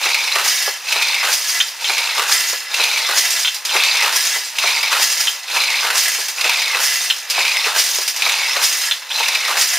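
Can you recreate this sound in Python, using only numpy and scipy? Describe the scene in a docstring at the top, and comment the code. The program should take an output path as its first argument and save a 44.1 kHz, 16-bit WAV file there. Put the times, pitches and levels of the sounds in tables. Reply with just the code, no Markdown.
"""A shuttle flies and rattles along its wooden track, rumbles into a box, and a metal reed crashes and jingles.
This is a handloom in a small workshop, worked steadily at about one pass ("pick") every 0.9 s, with clacks
and thuds as the treadles change over. Showers of tiny random impacts are the raw sound of each part: movements
and blows set their strength, and filters make wood, wire and box ring. Soft echoes and faint air lie behind.
"""
import sys
import numpy as np
from scipy import signal
from scipy.fft import rfft, irfft
from scipy.io import wavfile
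from scipy.ndimage import uniform_filter1d

SR = 44100
rng = np.random.default_rng(int(sys.argv[2]) if len(sys.argv) > 2 else 0)


def bounce(signal):
    """Save signal as a 16-bit WAV file at the path given by the first command-line argument."""
    frames = np.transpose(np.atleast_2d(signal))
    limited = np.clip(frames, -1, 1)
    pcm = np.round(limited * 32767).astype(np.int16)
    wavfile.write(sys.argv[1], SR, pcm)


N = 431298

# In tables of blows, modes and spectra, levels are relative: each layer adds its own level later.
# the weaver's rhythm, one row a pick: cord_pulled_s, shuttle_thrown_s, shuttle_caught_s, reed_beats_s
PICKS = [(-.08, .057, .357, .475), (.82, .959, 1.243, 1.329), (1.78, 1.897, 2.187, 2.317),
         (2.675, 2.797, 3.093, 3.178), (3.63, 3.751, 4.038, 4.16), (4.53, 4.638, 4.932, 5.023),
         (5.45, 5.563, 5.842, 5.975), (6.33, 6.451, 6.752, 6.833), (7.27, 7.38, 7.666, 7.79),
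         (8.13, 8.263, 8.566, 8.635), (9.075, 9.202, 9.492, 9.611)]
# how hard each pick is worked: throw_db, shuttle_ring_db, catch_db, beat_db, jingle_t60_s
EFFORT = [(-1, 0.5, 0.5, -0.5, 0.54), (-2, 3, 1, -0.5, 0.95), (-3, 0.5, 1, .5, 0.61),
          (-0.5, 0.5, -1, 0.5, 0.67), (4, -1, 0, 0, 1), (0.5, -0.5, 0.5, 0.5, 0.67), (0, 3.5, 0.5, 0, 1.0),
          (-0.5, -1, -1.5, 0, 0.76), (0.5, 1, 0.5, 0, 0.92), (-0.5, -1, -1, 0, 0.51),
          (-2, 1, -0.5, 0.5, .6)]
# hardest knocks of the shuttle on its track (the race): time_s, level_db
KNOCKS = [(.1446, -2.5), (0.9248, -1.5), (1.0232, -1), (1.144, -4.5), (1.9809, -1.5), (2.7418, -2.5),
          (2.8374, 0), (2.9745, -4), (3.836, -1.5), (4.5852, -1.5), (4.674, -2), (4.83, -3.5),
          (5.637, -7.5), (6.4108, -3), (6.4936, -2), (6.618, -4), (7.5677, -5), (8.2206, -2), (8.2945, -5),
          (9.2833, -1.5), (9.3492, -3)]
# hard dry clacks of the gear that parts the threads: time_s, level_db
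CLACKS = [(1.6017, -0.5), (1.844, -7.5), (3.4477, -3), (3.474, -6.5), (3.693, -8.5), (5.272, -3.5),
          (7.1006, -1.5), (8.9114, -2), (9.1067, -9)]
# a treadle thuds down after every second pick: time_s, level_db
TREADLES = [(.677, -18), (2.531, -25.5), (4.358, -23), (6.183, -26), (7.985, -23.5)]
# the heddles (wires that lift the threads) are jolted as the shed changes: time_s, level_db
JOLTS = [(.6594, -21), (3.3044, -10), (3.544, -11.5), (3.6506, -9), (4.3444, -16), (5.2044, -8.5),
         (6.283, -9.5), (7.2995, -7), (8.078, -6), (8.162, -11)]

# Stages of a pick: 0 throw, 1 catch, 2 beat, 3 next throw.
# the shuttle's own ring sinks as it slows, then climbs back late in the pick: stage, pitch_hz (before wobble)
SHUTTLE_RING = [(0, 2410), (.4, 2374), (.75, 2190), (1.0, 2040), (2.0, 1950), (2.7, 2480)]
# the box's hollow ring rises as the shuttle slides in: stage, pitch_hz
BOX_RING = [(.8, 1130), (1.2, 1170), (1.6, 1520), (2.0, 1580)]
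# the squeak along the warp climbs, then eases back: stage, pitch_hz (before wobble), strength_0_to_1
SQUEAK = [(.1, 3900, 0), (.35, 4550, 0.45), (.6, 4920, 0.73), (.85, 5280, 1), (1.05, 5050, 0.4)]

# resonances of the gear, race, wires and reed blades: pitch_hz, width_hz, level_db
CLACK_MODES = [(1360, 73, -20), (2750, 500, -3), (3116, 65, 1.5), (3530, 280, 1), (4200, 160, -7),
               (5500, 1500, -12)]
RACE_MODES = [(909, 86, -8), (2594, 195, 1), (3625, 160, -2.5), (4070, 190, 0), (4990, 260, -5),
              (6080, 300, -6)]
WIRE_MODES = [(682, 47, -11.5), (987, 55, -12.5), (1346, 31, -7.5), (1690, 20, 1.8), (1854, 50, -2),
              (2013, 21, 3), (2254, 64, -2), (2716, 28, 0), (3095, 30, -2.5), (3450, 41, -10),
              (3720, 87, -14), (5050, 91, -1.5), (5370, 67, -3)]
BLADE_MODES = [(4990, 420, 0), (5720, 400, -3.5), (6450, 450, 0), (8500, 900, -7.5)]

# tone colour of each body, and of the air: frequency_hz, level_db (per Hz)
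RACE_COLOUR = [(120, -56), (300, -32.5), (450, -12), (700, -9), (1200, -5.5), (1750, -10), (2150, 4),
               (2650, -0.5), (3250, -0.5), (3900, 3), (6200, -3.5), (7300, -8.5), (8600, -7.5),
               (15000, -15.5)]
BOX_COLOUR = [(71, -72), (120, -51), (530, -10), (733, -8.5), (881, -3.5), (1320, -4.5), (1490, -3),
              (2340, -7.5), (2640, -2), (3240, -8), (4130, -6), (4480, -8.5), (14600, -19.5), (15500, -24)]
REED_COLOUR = [(120, -59), (280, -37.5), (370, -18), (600, -19.5), (900, -14.5), (1500, -9.5), (2000, -4),
               (3100, -3.5), (4200, -4.5), (5000, 0.5), (6500, -4), (7500, -6), (10000, -7.5),
               (15000, -12.5)]
FRAME_COLOUR = [(40, -42), (110, -38), (170, -24), (270, -22), (400, 0), (550, -0.5), (800, 0), (1600, -19),
                (5000, -40)]
FRAME_CRACK_COLOUR = [(300, -27), (700, 3), (950, 4), (1450, -0.5), (2200, -13), (6000, -26), (15000, -36)]
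AIR_COLOUR = [(15, -54), (25, -24), (54, -33), (86, -29), (246, -4), (300, 4), (390, -31), (660, -120)]
# treble, then low echoes, that differ between the ears: frequency_hz, level_db (per Hz)
TREBLE_WIDTH = [(300, -59), (2000, -34), (3400, -58), (4700, 1.5), (6200, 5), (8000, 2.5), (15000, 0)]
LOW_WIDTH = [(150, -6), (300, -11), (430, -7), (600, -5), (740, -3), (1000, -20), (2000, -60)]
# the treble leans to the right: frequency_hz, left_minus_right_db
LEAN = [(3500, 0), (6000, -.7), (9000, -3.2), (15000, -3.4)]

AIR_DB, CUTOFF_HZ = -72, 15450
# build-up of the cord pull; slide before the shuttle leaves or reaches a box; beater's swing before it strikes
PULL_S, SLIDE_S, SWING_S = 0.1, 0.027, 0.054
SHAKE_S = 0.31  # the heddles keep shaking this long after the catch


def weaving():
    """Each pick chains pull, flight, catch and beat; each shakes its own part and a little of the others."""
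    pull, throw, catch, beat = np.transpose(PICKS)
    throw_db, sing_db, catch_db, beat_db, jingle_t60 = np.transpose(EFFORT)
    t = np.arange(N) / SR
    marks = np.column_stack([throw, catch, beat]).ravel()
    stage = np.interp(t, marks, np.arange(len(marks))) % 3

    pulling = stroke(pull, catch, db=-19.5, attack_s=PULL_S, sag_db_per_s=15, t60=0.4)
    flight = stroke(throw - SLIDE_S, catch, throw_db - 21.5, attack_s=0.021, sag_db_per_s=1.5, t60=0.35)
    leaving = stroke(throw - SLIDE_S, throw, throw_db - 23.5, attack_s=0.02, sag_db_per_s=5, t60=0.38)
    landing = stroke(catch - SLIDE_S, beat, catch_db - 18.0, attack_s=0.028, sag_db_per_s=23, t60=0.055)
    shake_end = catch + SHAKE_S
    beating = stroke(beat - SWING_S, shake_end, beat_db - 17, attack_s=0.041, sag_db_per_s=7, t60=jingle_t60)
    # a negative sag: the lasting tones grow a little first
    ringing = stroke(beat - SWING_S, shake_end, beat_db - 26, attack_s=0.064, sag_db_per_s=-2, t60=1.0)
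    # the loom never comes wholly to rest between picks
    idle = from_db(-37.5)

    race = together(flight, pulling, from_db(-20) * beating, idle)
    box = together(leaving, landing, from_db(-5) * pulling, from_db(-19) * ringing, idle)
    wires = together(beating, from_db(-6.5) * pulling)
    tones = together(ringing, from_db(-15.5) * pulling)
    shuttle_ring_db = np.interp(t, throw, sing_db) - 4

    loom = shuttle(stage, race, body_db=-4.5, race_db=-8.0, ring_db=shuttle_ring_db,
                   knock_db=-10.5, knock_ring_db=-11.5)
    loom += shuttle_box(stage, box, level_db=-0.05, ring_db=-13.5)
    loom += squeak(stage, race, level_db=-7.5)
    loom += reed(wires, tones, hiss_db=-1.5, blade_db=-9, ring_db=-1, beat_db=-10.0, jolt_db=-7.5, tick_db=-13)
    loom += from_db(-11) * heddle_pings(together(beating, pulling), low_hz=3590, high_hz=8510,
                                        t60=0.078, spread_db=17, count=1200)
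    loom += frame(throw, throw_db, thud_db=-25, crack_db=-19.5, impact=3.6)
    loom += frame(catch, catch_db, thud_db=-27, crack_db=-25.5, impact=5.6)
    loom += frame(*np.transpose(TREADLES), thud_db=-3.5, crack_db=-5, impact=5)
    loom += shedding_gear(tick_db=9, buzz_db=-9, rebound_s=0.0061, rebound=0.55)
    return loom


def shuttle(stage, strength, body_db, race_db, ring_db, knock_db, knock_ring_db):
    """The shuttle bounces along the race; both of them ring, too small to radiate bass."""
    run = strength * clatter(per_s=45, t60=0.044, steady=0.36)
    hits = blows(*np.transpose(KNOCKS))
    chatter = swelling(hits, t60=0.052, rise_s=0.0022) * contacts(per_s=8000, spread_db=1.0)
    knocks = 2.6 * hits + chatter
    rumble = from_db(body_db) * run * contacts(per_s=10000, spread_db=2.5)
    body = colour(rumble + from_db(knock_db) * knocks, RACE_COLOUR)
    race = from_db(race_db) * rattling(strength, RACE_MODES, per_s=35, t60=0.064)

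    # the ring is strong in flight and weaker after the catch
    flying = np.interp(stage, [0, 0.15, 1, 1.3, 2.8, 3], [0.9, 0.88, 0.84, 0.3, 0.2, 0.61])
    flying = flying * clatter(per_s=45, t60=0.056, steady=0.28)
    drive = from_db(ring_db) * strength * flying * contacts(per_s=4000, spread_db=0.5)
    drive += from_db(knock_ring_db) * knocks
    ring_hz = np.interp(stage, *np.transpose(SHUTTLE_RING)) * (1 + 0.045 * drift(31))
    return body + high_pass(race + glide(drive, ring_hz, width_hz=155), hz=720)


def shuttle_box(stage, strength, level_db, ring_db):
    """The caught shuttle judders to rest in its hollow wooden box."""
    force = strength * clatter(per_s=70, t60=0.043, steady=0.52) * contacts(per_s=5000, spread_db=1.5)
    inside = np.interp(stage, [0.7, 0.9, 1.9, 2.1], [0, 1, 1, 0])
    ring = glide(force * inside, np.interp(stage, *np.transpose(BOX_RING)), width_hz=85)
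    return from_db(level_db) * colour(force, BOX_COLOUR) + from_db(ring_db) * high_pass(ring, hz=706)


def squeak(stage, strength, level_db):
    """Stick and slip excite one narrow resonance that mostly rises."""
    at, hz, share = np.transpose(SQUEAK)
    drive = strength * np.interp(stage, at, share)
    drive = drive * clatter(per_s=25, t60=0.16, steady=0.15) * contacts(per_s=3000, spread_db=-0.5)
    ring = glide(drive, np.interp(stage, at, hz) * (1 + 0.03 * drift(4)), width_hz=140)
    return from_db(level_db) * high_pass(ring, hz=2000)


def reed(strength, ringing, hiss_db, blade_db, ring_db, beat_db, jolt_db, tick_db):
    """The beat sets reed and heddle wires jingling densely, with a few lasting tones and fine ticks."""
    _, _, _, beat = np.transpose(PICKS)
    _, _, _, force_db, _ = np.transpose(EFFORT)
    crash = swelling(blows(beat, force_db + beat_db), t60=0.15, rise_s=0.014)
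    crash += from_db(jolt_db) * swelling(blows(*np.transpose(JOLTS)), t60=0.17, rise_s=0.0017)
    hiss = from_db(hiss_db) * strength * clatter(per_s=60, t60=0.12, steady=0.91)
    force = np.hypot(hiss, crash)
    jingle = colour(force * contacts(per_s=12000, spread_db=1.0), REED_COLOUR)
    blades = from_db(blade_db) * rattling(force, BLADE_MODES, per_s=25, t60=0.1)

    touches = ringing * clatter(per_s=18, t60=0.34, steady=0.18) * contacts(per_s=900, spread_db=2.5)
    tones = from_db(ring_db) * resonate(touches, WIRE_MODES)
    ticks = strength * clatter(per_s=16, t60=0.072, steady=0.091) * contacts(per_s=3000, spread_db=-2.0)
    return jingle + high_pass(blades + tones, hz=580) + from_db(tick_db) * high_pass(ticks, hz=8500)


def heddle_pings(strength, low_hz, high_hz, t60, spread_db, count):
    """Loose heddle wires touch one another, each ringing briefly at a pitch of its own."""
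    t = np.arange(SR // 12) / SR
    out = np.zeros(N + SR)
    for when, pitch, size in rng.random((count, 3)):
        at = int(when * N)
        hz = low_hz * (high_hz / low_hz) ** pitch
        out[at:at + len(t)] += np.sin(2 * np.pi * hz * t) * from_db(spread_db * size - 60 * t / t60)
    return strength * rms_one(out[:N])


def frame(times, db, thud_db, crack_db, impact):
    """Heavy blows give a low thud and a woody crack: one impact, then the joints chatter."""
    low, high = blows(times, db + thud_db), blows(times, db + crack_db)
    low_chatter = dying(low, t60=0.096) * contacts(per_s=3000, spread_db=2.0)
    high_chatter = dying(high, t60=0.097) * contacts(per_s=3000, spread_db=2.0)
    thud = colour(impact * low + low_chatter, FRAME_COLOUR)
    crack = colour(impact * high + high_chatter, FRAME_CRACK_COLOUR)
    return thud + crack


def shedding_gear(tick_db, buzz_db, rebound_s, rebound):
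    """Each clack is a sharp tick and a buzz of contact, which one rebound renews."""
    times, db = np.transpose(CLACKS)
    first = blows(times, db)
    both = first + rebound * blows(times + rebound_s, db)
    buzz = dying(both, t60=0.08) * contacts(per_s=4300, spread_db=1.5)
    clacks = resonate(from_db(tick_db) * first + from_db(buzz_db) * buzz, CLACK_MODES)
    return high_pass(clacks, hz=870)


def reflections(x, t60, gap_s):
    """Diffuse echoes from the walls: fading noise after a short gap, with the power of the input."""
    t = np.arange(SR // 2) / SR
    h = rng.standard_normal(len(t)) * from_db(-60 * t / t60) * (t > gap_s)
    return signal.oaconvolve(x, h / np.linalg.norm(h))[:N]


def room_air():
    """The faint low noise of the air is coloured random noise."""
    return from_db(AIR_DB) * colour(rng.standard_normal(N), AIR_COLOUR)


def stroke(start, end, db, attack_s, sag_db_per_s, t60):
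    """The same movement in every pick: it builds up, sags while it lasts and dies away after its end."""
    t = np.arange(0, N, 50)[:, None] / SR  # one column per pick, every 50th sample
    rise = np.clip((t - start) / attack_s, 0, 1)
    sag_db = sag_db_per_s * np.clip(t - start, 0, end - start)
    fall_db = sag_db + 60 * np.maximum(t - end, 0) / t60
    strength = np.linalg.norm(rise * from_db(db - fall_db), axis=1)
    return np.interp(np.arange(N) / SR, t[:, 0], strength)


def together(*strengths):
    """Unrelated vibrations add in power."""
    return np.sqrt(sum(s ** 2 for s in strengths))


def blows(times, db):
    """One single-sample kick for each blow."""
    kicks = np.zeros(N)
    kicks[np.clip((times * SR).astype(int), 0, N - 1)] = from_db(db)
    return kicks


def dying(kicks, t60):
    """Each kick starts an exponential decay, 60 dB down after t60 seconds."""
    return signal.lfilter([1], [1, -from_db(-60 / (t60 * SR))], kicks + 1e-18)


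def swelling(kicks, t60, rise_s):
    """A burst of chatter takes a moment to build up, then dies."""
    return uniform_filter1d(dying(kicks, t60), max(1, int(rise_s * SR)))


def clatter(per_s, t60, steady):
    """Strength of a loose part that bounces at uneven intervals over a steady rub; rms 1."""
    at = (np.cumsum(rng.uniform(0.3, 1.7, 4000)) / per_s * SR).astype(int)
    size, kicks = rng.random(len(at)), np.zeros(N)
    kicks[at[at < N]] = size[at < N]
    return rms_one(steady + dying(kicks, t60))


def contacts(per_s, spread_db):
    """Tiny random impacts of uneven size; rms 1."""
    happens = rng.random(N) < per_s / SR
    sign = rng.choice([-1, 1], N)
    size = from_db(spread_db * np.minimum(rng.exponential(1, N), 4))
    return rms_one(happens * sign * size)


def rattling(strength, modes, per_s, t60):
    """Each bounce lands on another spot and so favours another mode: every mode has its own clatter."""
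    out = np.zeros(N)
    for hz, width, db in modes:
        force = strength * clatter(per_s, t60, steady=0.11) * contacts(per_s=4000, spread_db=1.95)
        out += from_db(db) * resonate(force, [(hz, width, 0)])
    return out


def resonate(x, modes):
    """Resonances side by side, keeping the power of white input."""
    t = np.arange(SR // 8) / SR
    h = np.zeros(len(t))
    for k, (hz, width, db) in enumerate(modes):
        decay = from_db(db) * np.sqrt(width) * np.exp(-np.pi * width * t)
        h += (-1) ** k * decay * np.sin(2 * np.pi * hz * t)
    return signal.oaconvolve(x, h / np.linalg.norm(h))[:N]


def glide(x, hz, width_hz):
    """One resonance with a moving centre, keeping the power of white input."""
    turn = np.exp(2j * np.pi * np.cumsum(hz) / SR)
    r = np.exp(-np.pi * width_hz / SR)
    # shift the centre down to 0 Hz, smooth, and shift back up
    smooth = signal.lfilter([1], [1, -r], x * turn.conj())
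    return np.sqrt(2 * (1 - r * r)) * np.real(turn * smooth)


def response(spectrum, size=2048):
    """Causal (minimum-phase) impulse response with the given spectrum."""
    hz, db = np.transpose(spectrum)
    grid = np.maximum(np.fft.rfftfreq(size, 1 / SR), 1)
    gain = from_db(np.interp(np.log(grid), np.log(hz), db))
    cepstrum = irfft(np.log(gain))
    # fold the later half onto the earlier, so that nothing sounds ahead of time
    cepstrum[1:size // 2] *= 2
    cepstrum[size // 2 + 1:] = 0
    return irfft(np.exp(rfft(cepstrum)))


def colour(x, spectrum):
    """Pass through a body with this spectrum, keeping the power of white input."""
    h = response(spectrum)
    return signal.oaconvolve(x, h / np.linalg.norm(h))[:N]


def high_pass(x, hz):
    """Steep low cut."""
    return signal.sosfilt(signal.butter(4, hz, "high", fs=SR, output="sos"), x)


def drift(rate):
    """Smooth random wander with spread 1, made at a twentieth of the sample rate."""
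    r = np.exp(-40 * np.pi * rate / SR)
    noise = rng.standard_normal(N // 20 + 2002)
    slow = signal.lfilter([1], [1, -2 * r, r * r], noise)[2000:]  # skip the filter's start-up
    return np.interp(np.arange(N) / 20, np.arange(len(slow)), rms_one(slow))


def rms_one(x):
    """Scale to unit rms."""
    return x / np.sqrt(np.mean(x ** 2) + 1e-20)


def from_db(db):
    """Decibels to gain."""
    return 10 ** (np.asarray(db) / 20)


def scene():
    """The loom stands close by in a small workshop."""
    # the loom is heard with little bass
    loom = signal.sosfilt(signal.butter(3, 150, "high", fs=SR, output="sos"), weaving())
    mid = loom + from_db(-11.5) * reflections(loom, t60=0.32, gap_s=0.006) + room_air()
    # the treble scatters differently to each ear: random sign flips make noise that follows its level
    scattered = high_pass(mid, hz=5040) * rng.choice([-1, 1], N)
    side = from_db(-7.5) * high_pass(colour(scattered, TREBLE_WIDTH), hz=3030)
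    # low room echoes reach the ears differently too
    side += from_db(-36) * colour(reflections(loom, t60=0.13, gap_s=0.0035), LOW_WIDTH)
    left = signal.oaconvolve(mid + side, response(LEAN))[:N]
    return np.array([left, mid - side])


def record(dry):
    """The microphone has a narrow notch in the treble; only the highest peaks are rounded, and the top is cut."""
    notched = signal.lfilter(*signal.iirnotch(7900, 45, fs=SR), dry)
    rounded = notched / (1 + (notched / 0.97) ** 16) ** (1 / 16)
    return signal.sosfilt(signal.ellip(10, 0.1, 80, CUTOFF_HZ, fs=SR, output="sos"), rounded)


dry = scene()
out = record(dry)
bounce(out)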